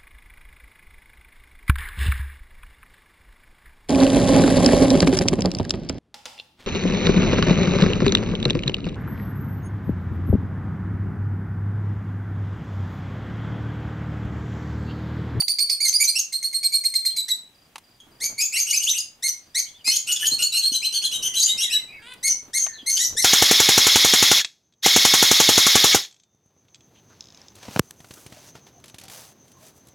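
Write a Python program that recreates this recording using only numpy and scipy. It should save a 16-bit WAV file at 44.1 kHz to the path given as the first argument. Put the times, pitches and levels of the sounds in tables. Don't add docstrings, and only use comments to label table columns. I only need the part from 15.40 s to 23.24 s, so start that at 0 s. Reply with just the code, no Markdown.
import sys
import numpy as np
from scipy import signal
from scipy.fft import rfft, irfft
from scipy.io import wavfile

SR = 44100
rng = np.random.default_rng(int(sys.argv[2]) if len(sys.argv) > 2 else 0)


def inscribe(sig):
    pcm = np.round(np.clip(np.atleast_2d(sig).T, -1, 1) * 32767)
    wavfile.write(sys.argv[1], SR, pcm.astype(np.int16))


N = 345744

# time in seconds, wind level in dB, scuffing level in dB.
STIR = [(0, -101, -76.5), (2.4, -72, -63.5), (2.6, -67, -66.5), (2.74, -66, -56), (2.92, -60.5, -54.5),
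        (3.0, -64, -60), (3.2, -73, -65), (3.9, -75, -65.5), (4.75, -68, -60.5), (4.93, -59, -47),
        (5.1, -70, -58), (5.7, -65, -58), (5.82, -92, -47), (5.95, -65, -55), (6.8, -67, -57),
        (7.62, -76, -59.5), (7.73, -45, -48.5), (7.84, -60, -60)]


def amp(db):
    return 10 ** (np.asarray(db) / 20)


def unit(x):
    return x / np.sqrt(np.mean(x ** 2) + 1e-20)


def read(points, hz):
    f, value = np.transpose(points)
    return np.interp(np.log(hz + 1), np.log(f + 1), value)


def curve(rows):
    s, *columns = np.transpose(rows)
    return [np.interp(np.arange(N) / SR, s, c) for c in columns]


def add(mix, s, sound):
    part = mix[..., round(s * SR):][..., :sound.shape[-1]]
    part += sound[..., :part.shape[-1]]


def sides(pan_db):
    return amp(np.array([pan_db / 2, -pan_db / 2]))


def wobble(n, top_hz):
    low_pass = signal.butter(2, top_hz, fs=SR, output="sos")
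    motion = signal.sosfilt(low_pass, rng.standard_normal(n + SR // 50))
    return unit(motion[-n:])


def alike(a, b, hz):
    # frequency in Hz, likeness of the channels from 0 to 1.
    likeness = [(25, 0.98), (125, 1), (500, 0.72), (3000, 0.32), (8000, 0.55), (13000, 1)]
    same = np.clip(read(likeness, hz), 0, 1)
    mid = np.sqrt((1 + same) / 2) * a
    side = np.sqrt((1 - same) / 2) * b
    return np.array([mid + side, mid - side])


def coloured(points):
    hz = np.fft.rfftfreq(N, 1 / SR)
    left_right = alike(*rfft(rng.standard_normal((2, N))), hz)
    return unit(irfft(left_right * amp(read(points, hz)), N))


def voice(length, first_hz, last_hz, bend, partials_db, rough, rise, fall=0.002):
    n = int(length * SR)
    u = np.arange(n) / n
    slide_hz = last_hz - (last_hz - first_hz) * (1 - u) ** bend
    hz = slide_hz * (1 + (.008 + .1 * rough ** 2) * wobble(n, 300))
    turns = np.cumsum(hz) / SR
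    out = np.zeros(n)
    for k, db in enumerate(partials_db, start=1):
        flutter = 1 + 1.2 * rough * wobble(n, 200)
        partial = np.sqrt(2) * np.sin(2 * np.pi * (k * turns + rng.random()))
        out += amp(db) * flutter * partial * (k * hz < SR / 2.2)
    out *= 1 + rough ** 3 * np.cos(np.pi * turns)
    fade_in = np.minimum(u * length / rise, 1)
    fade_out = np.minimum((1 - u) * length / fall, 1)
    return out * fade_in * fade_out


def yard():
    # frequency in Hz, relative level in dB.
    hush = [(35, -112), (60, -5), (253, -1), (443, -9), (738, -4.5), (1020, -10.5), (3190, -7.5),
            (4850, -14.5), (5450, -13.5), (15500, -19)]
    return amp(-61) * coloured(hush)


def wind():
    puff_db = curve(STIR)[0]
    return amp(puff_db) * coloured([(15, -15.5), (50, -19.5), (110, -11), (250, -37), (1000, -61)])


def bedding():
    lumps = amp(2.8 * wobble(N, 18.4))
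    shavings = coloured([(80, -10.5), (250, -7.5), (650, -12.5), (1000, -13.5), (5000, -33.5)])
    scuff_db = curve(STIR)[1]
    return amp(scuff_db) * unit(lumps * shavings)


def whistles():
    # start in seconds, length in seconds, first pitch in Hz, last pitch in Hz,
    # level of the fundamental in dB ahead of the mix.
    whistle_rows = [(0.0, 0.017, 4564, 4640, -9.5), (0.087, 0.042, 4390, 4714, -19),
                    (0.195, 0.047, 4224, 4560, -18), (0.304, 0.041, 4600, 4350, -19.5),
                    (0.418, 0.052, 5010, 4135, -20), (0.482, 0.019, 6220, 6180, -16.5),
                    (0.533, 0.044, 4500, 4930, -16), (0.641, 0.025, 6320, 6240, -19.5),
                    (0.671, 0.032, 4070, 4300, -17), (0.689, 0.02, 4560, 4820, -14),
                    (0.79, 0.02, 6820, 6140, -17.5), (0.927, 0.047, 4075, 4308, -23),
                    (1.034, 0.041, 4140, 4370, -21.5), (1.137, 0.041, 4180, 4333, -20),
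                    (1.237, 0.041, 4216, 4220, -17), (1.331, 0.043, 4174, 4313, -16),
                    (1.445, 0.033, 4237, 4220, -16), (1.548, 0.03, 4240, 4207, -14.5),
                    (1.653, 0.033, 4282, 4153, -15), (1.764, 0.054, 4154, 3925, -20.5),
                    (1.899, 0.032, 4066, 3845, -16.5), (2.6, 0.013, 3460, 3150, -33.5),
                    (2.84, 0.03, 6370, 6400, -20), (3.013, 0.057, 6360, 6840, -21),
                    (3.199, 0.041, 6400, 6430, -19.5), (3.307, 0.012, 6860, 6460, -16.5),
                    (3.361, 0.028, 6070, 6230, -18), (3.435, 0.026, 6930, 6310, -21),
                    (3.498, 0.027, 6040, 6270, -18.5), (3.583, 0.013, 6670, 6410, -18),
                    (3.594, 0.026, 5183, 4860, -23.5), (3.881, 0.022, 6340, 6010, -19.5),
                    (4.19, 0.016, 6500, 6260, -17.5), (4.517, 0.04, 5620, 6590, -23.5),
                    (4.564, 0.011, 6670, 6770, -15.5), (4.72, 0.02, 7040, 6640, -17.5),
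                    (4.868, 0.024, 6650, 6690, -17), (4.906, 0.054, 4045, 4334, -20),
                    (5.015, 0.068, 4093, 4446, -21), (5.023, 0.03, 6600, 6870, -18.5),
                    (5.118, 0.089, 3864, 4390, -21), (5.17, 0.038, 6680, 6420, -28),
                    (5.224, 0.068, 4020, 4367, -17.5), (5.339, 0.048, 3985, 4100, -19),
                    (5.442, 0.04, 3980, 4150, -17.5), (5.538, 0.056, 4490, 4315, -21),
                    (5.643, 0.023, 4310, 4040, -16), (5.729, 0.057, 3914, 3770, -28),
                    (5.961, 0.062, 3996, 3934, -18), (5.997, 0.027, 6730, 6460, -18.5),
                    (6.014, 0.033, 4120, 4910, -18.5), (6.031, 0.043, 6070, 7160, -17),
                    (6.084, 0.051, 3610, 3870, -19), (6.22, 0.05, 3920, 3790, -20.5),
                    (6.321, 0.058, 4053, 3883, -17.5), (6.879, 0.053, 6310, 5950, -18),
                    (7.179, 0.074, 6560, 6215, -21), (7.504, 0.066, 6290, 6270, -20),
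                    (7.578, 0.065, 6510, 6820, -24), (7.641, 0.038, 5630, 6220, -21),
                    (7.822, 0.019, 5900, 5300, -18.5)]
    # time in seconds, then its level against the
    # fundamental in dB for low whistles and for high whistles.
    overtone = [(0, -5, -11.5), (2, -7.5, -16), (5, -11.5, -10), (6.5, -11.5, -46), (7.84, -12, -7)]
    break_hz = 5200
    roughness = .11, .4
    edges_s = (.012, .01), (.003, .004)
    tone, air, overtone_db = np.zeros(N), np.zeros(N), curve(overtone)
    for s, length, first_hz, last_hz, db in whistle_rows:
        high = first_hz > break_hz
        over_db = overtone_db[high][round(s * SR)]
        partials_db = db + np.array([0, over_db, over_db - 7.5])
        note = voice(length, first_hz, last_hz, 1.557, partials_db, roughness[high], *edges_s[high])
        add(tone, s, note)
        add(air, s, amp(-18.5) * abs(note))
        rasp = high * amp(-5) * note.std() * np.hanning(int(.024 * SR))
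        add(air, max(s - .012, 0), rasp)
    return tone, air


def taps():
    # start in seconds, peak in dB, brightness in dB per octave.
    tap_rows = [(0.019, -23.5, 7.5), (2.357, -22, 4.5), (2.381, -30, 8.5), (4.478, -17.5, 9.5),
                (6.737, -33.5, 14), (7.266, -22, 3.5)]
    # frequency in Hz, level in dB.
    wall = [(300, -26), (900, 10), (1300, -4), (2700, -6.5), (8000, -25.5), (10000, -25), (15000, -47)]
    out, t = np.zeros(N), np.arange(2048) / SR
    hz = np.fft.rfftfreq(len(t), 1 / SR)
    for s, db, bright_db in tap_rows:
        colour_db = read(wall, hz) + bright_db * np.log2(hz / 1000 + 0.12)
        scrape = irfft(rfft(rng.standard_normal(len(t))) * amp(colour_db))
        hit = scrape * amp(-60 * t / 0.031) * np.minimum(t / 0.001, 1)
        add(out, s, amp(db) * hit / abs(hit).max())
    return out


def glides():
    # start in seconds, length in seconds, first pitch in Hz, last pitch in Hz,
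    # level in dB ahead of the throat and the mix, level of the 2nd partial in dB ahead of the mix.
    glide_rows = [(0.078, 0.011, 1930, 2480, -35.5, -21), (0.183, 0.015, 2020, 2520, -37, -20),
                  (0.292, 0.016, 2020, 2560, -38, -19.5), (0.4, 0.025, 2067, 2385, -31, -19.5),
                  (0.442, 0.033, 2265, 2090, -27.5, -34), (0.523, 0.013, 2140, 2360, -35, -24),
                  (0.597, 0.035, 2155, 2367, -19.5, -23), (0.75, 0.03, 2466, 2860, -27, -21.5),
                  (0.922, 0.013, 2062, 2160, -37, -36), (1.024, 0.014, 2104, 2120, -36, -33),
                  (1.127, 0.014, 2226, 2120, -38.5, -43), (1.227, 0.02, 2130, 2310, -36, -30),
                  (1.318, 0.025, 2193, 2350, -35.5, -29.5), (1.435, 0.016, 2095, 2264, -36.5, -37.5),
                  (1.538, 0.0091, 1940, 2250, -32.5, -29.5), (1.648, 0.013, 1995, 2347, -36, -28),
                  (1.761, 0.014, 2124, 2295, -36, -30), (1.879, 0.023, 1842, 2075, -35, -31),
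                  (2.8, 0.068, 1560, 2280, -32, -31.5), (2.977, 0.05, 2115, 2610, -27.5, -23.5),
                  (3.12, 0.06, 1954, 2790, -29, -31), (3.155, 0.044, 1877, 2430, -27.5, -24),
                  (3.254, 0.072, 2474, 2895, -33.5, -33), (3.322, 0.033, 2060, 2623, -25, -22),
                  (3.392, 0.057, 2566, 2888, -34, -50), (3.463, 0.04, 2326, 3955, -27, -25.5),
                  (3.533, 0.051, 1850, 2864, -33, -50), (3.823, 0.051, 1675, 2150, -27, -24),
                  (4.144, 0.044, 1762, 2282, -27, -22.5), (4.442, 0.074, 2250, 2562, -31.5, -25),
                  (4.464, 0.044, 2036, 2162, -28, -17), (4.501, 0.072, 2654, 3160, -33.5, -32),
                  (4.665, 0.065, 2613, 2930, -30.5, -35), (4.756, 0.021, 1714, 1730, -43, -28),
                  (4.79, 0.061, 3097, 2953, -31, -36.5), (4.846, 0.029, 2856, 3198, -27, -51),
                  (4.982, 0.052, 2680, 2875, -30, -38.5), (5.119, 0.067, 2675, 2793, -30, -34.5),
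                  (5.2, 0.066, 2665, 3225, -43.5, -46), (5.314, 0.055, 2890, 3120, -35, -25),
                  (5.416, 0.049, 2120, 3207, -33, -31.5), (5.517, 0.065, 2560, 3176, -34.5, -29),
                  (5.616, 0.064, 2370, 3345, -33, -29), (5.709, 0.061, 2414, 3117, -34, -30),
                  (5.82, 0.062, 2605, 3095, -30.5, -23.5), (5.935, 0.054, 2680, 3180, -31.5, -27.5),
                  (6.059, 0.051, 2810, 3070, -32, -33), (6.172, 0.057, 2355, 2862, -32.5, -24.5),
                  (6.198, 0.051, 2750, 3340, -31.5, -31), (6.296, 0.049, 2340, 3013, -31.5, -29.5),
                  (6.827, 0.062, 1852, 2193, -25, -26.5), (7.131, 0.053, 1545, 2157, -26, -28.5),
                  (7.459, 0.051, 1883, 2159, -26.5, -25.5), (7.564, 0.018, 1480, 1610, -32.5, -25),
                  (7.588, 0.045, 1765, 2006, -27.5, -24.5), (7.764, 0.045, 1635, 2136, -24.5, -25.5)]
    # frequency in Hz, level in dB.
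    throat = [(1650, -17), (1950, -7), (2500, -0.5), (3100, 5.5), (4900, 10), (6400, 2), (7500, 0.5),
              (9300, 0), (11000, -3), (13500, -10.5)]
    # time in seconds, added roughness from 0 to 1.
    strain_rows = [(0, 0), (4.6, 0), (4.66, .13), (5.22, .13), (5.3, 0), (7.84, 0)]
    brief_s, long_s = .025, .05
    bends = 1.4, 4.3
    brief_rough, glide_rough = .46, .18
    rough_per_octave, reed_hz = (0, .42), 2200
    tone, air = np.zeros(N), np.zeros(N)
    strain, = curve(strain_rows)
    multiples = np.arange(1, 7)
    for s, length, first_hz, last_hz, db, second_db in glide_rows:
        partials_db = np.where(multiples == 2, second_db, db + read(throat, multiples * last_hz))
        is_long = length > long_s
        if length < brief_s:
            rough = brief_rough
        else:
            rough = glide_rough + rough_per_octave[is_long] * np.log2(last_hz / reed_hz)
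        rough = rough + strain[round(s * SR)]
        note = voice(length, first_hz, last_hz, bends[is_long], partials_db, rough, rise=.35 * length)
        add(tone, s, note)
        add(air, s, amp(-11) * rough * abs(note))
        add(air, s, amp(-2) * rough * note.std() * np.hanning(int(.02 * SR)))
    return tone, air


def chicks():
    # frequency in Hz, relative level in dB.
    hiss_colour = [(1500, -44.5), (3000, -20), (4500, -1), (7500, -8), (10000, -7.5), (13000, -13)]
    glide_tone, glide_air = glides()
    whistle_tone, whistle_air = whistles()
    air = glide_air + whistle_air
    beak = amp(read(hiss_colour, np.fft.rfftfreq(N, 1 / SR)))
    beak /= np.sqrt(np.mean(beak ** 2))
    hiss = irfft(rfft(air * rng.standard_normal(N)) * beak, N)
    low_pass = signal.butter(6, 13200, fs=SR, output="sos")
    return signal.sosfilt(low_pass, glide_tone + whistle_tone + hiss)


def shelter(x):
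    # frequency in Hz, time to fall by 60 dB in seconds.
    decay = [(1500, 0.33), (4000, 0.3), (8000, 0.26), (13000, 0.19)]
    n = SR // 2
    echoes = np.zeros((2, n))
    at = np.arange(60, n - 20, 20) + rng.integers(0, 20, (2, (n - 61) // 20))
    np.put_along_axis(echoes, at, rng.choice([-1., 1.], at.shape), 1)
    echoes *= np.minimum(np.arange(n) / SR / 0.0017, 1)
    hz, t, z = signal.stft(echoes, SR, nperseg=128)
    z = alike(*z, hz[:, None]) * amp(-60 * t / read(decay, hz)[:, None])
    tail = signal.istft(z, SR, nperseg=128)[1]
    return signal.fftconvolve(x[None], tail / np.linalg.norm(tail[0]), axes=1)[:, :N]


def single_notes():
    # start in seconds, length in seconds, first pitch in Hz, last pitch in Hz, level in dB.
    note_rows = [(1.694, 0.052, 3040.0, 3400, -48.5), (4.256, 0.056, 2980, 3430, -48),
                 (4.333, 0.061, 3320, 3590, -54), (4.375, 0.059, 3390, 2890, -56),
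                 (5.87, 0.093, 2120, 1980, -53.5), (6.024, 0.2, 2030, 2096, -51.5),
                 (6.227, 0.16, 2260, 1680, -46), (6.357, 0.097, 2210, 2020, -50.5),
                 (6.474, 0.11, 2355, 2586, -49), (6.513, 0.091, 2314, 2166, -46),
                 (6.582, 0.075, 1750, 1620, -54.5), (7.264, 0.12, 1900, 1740, -47),
                 (7.324, 0.065, 4500, 3920, -45), (7.378, 0.055, 3500, 3130, -43),
                 (4.821, 0.035, 1710, 1803, -30.5)]
    out = np.zeros(N)
    for s, length, first_hz, last_hz, db in note_rows:
        add(out, s, voice(length, first_hz, last_hz, 1.5, [db], .33, rise=.015, fall=.02))
    return out


def cricket():
    chirp_s = [2.143, 2.435, 2.713, 4.026, 4.373, 6.49, 6.586, 6.77, 7.412]
    first_hz, last_hz = 4980, 4660
    out = np.zeros(N)
    for s in chirp_s:
        for stroke in range(4):
            add(out, s + .0345 * stroke, voice(.025, first_hz, last_hz, 1, [-61], .1, rise=.008))
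    return out


def thuds():
    # start in seconds, level in dB ahead of rise and decay, pitch in Hz.
    thud_rows = [(4.478, -29, 283), (4.92, -25.5, 270), (5.317, -26, 268), (7.429, -33.5, 277),
                 (7.752, -29.5, 466)]
    out, t = np.zeros(N), np.arange(SR // 10) / SR
    for s, db, hz in thud_rows:
        note = np.sin(2 * np.pi * hz * t) * np.minimum(t / 0.0036, 1)
        add(out, s, amp(db - 60 * t / 0.031) * note)
    return out


def cluck():
    # time in seconds, pitch in Hz, level in dB.
    cluck_rows = [(6.62, 456, -51), (6.645, 467, -46.5), (6.70, 509, -43), (6.725, 512, -41),
                  (6.75, 476, -52)]
    # frequency in Hz, relative level in dB.
    long_throat = [(500, -20), (1000, -9.5), (3500, -3.5), (5000, -34), (6500, -26), (8500, -17),
                   (11000, -29)]
    hz, db = curve(cluck_rows)
    turns = np.cumsum(hz * (1 + 0.013 * wobble(N, 156))) / SR
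    stack = np.zeros(N)
    for k in range(1, 22):
        stack += amp(read(long_throat, k * hz.mean())) * np.sin(2 * np.pi * k * turns)
    t = np.arange(N) / SR
    sounding = (t > cluck_rows[0][0]) & (t < cluck_rows[-1][0])
    return amp(db + 2.2 * wobble(N, 160)) * unit(stack) * sounding


def scene():
    # time in seconds, left over right in dB.
    balance = [(0.0, -6.5), (2.31, 0), (7.84, 2)]
    calls = chicks()
    others = single_notes() + cricket() + cluck()
    direct = amp(-2.5) * calls * sides(curve(balance)[0])
    ringing = amp(-5.5) * shelter(calls + 0.88 * others)
    return direct + ringing + others + taps() + thuds() + bedding() + wind() + yard()


def record(dry):
    low_pass = signal.firwin(511, 15700, window=("kaiser", 9), fs=SR)
    return signal.oaconvolve(dry, low_pass[None], "same")


dry = scene()
out = record(dry)
inscribe(out)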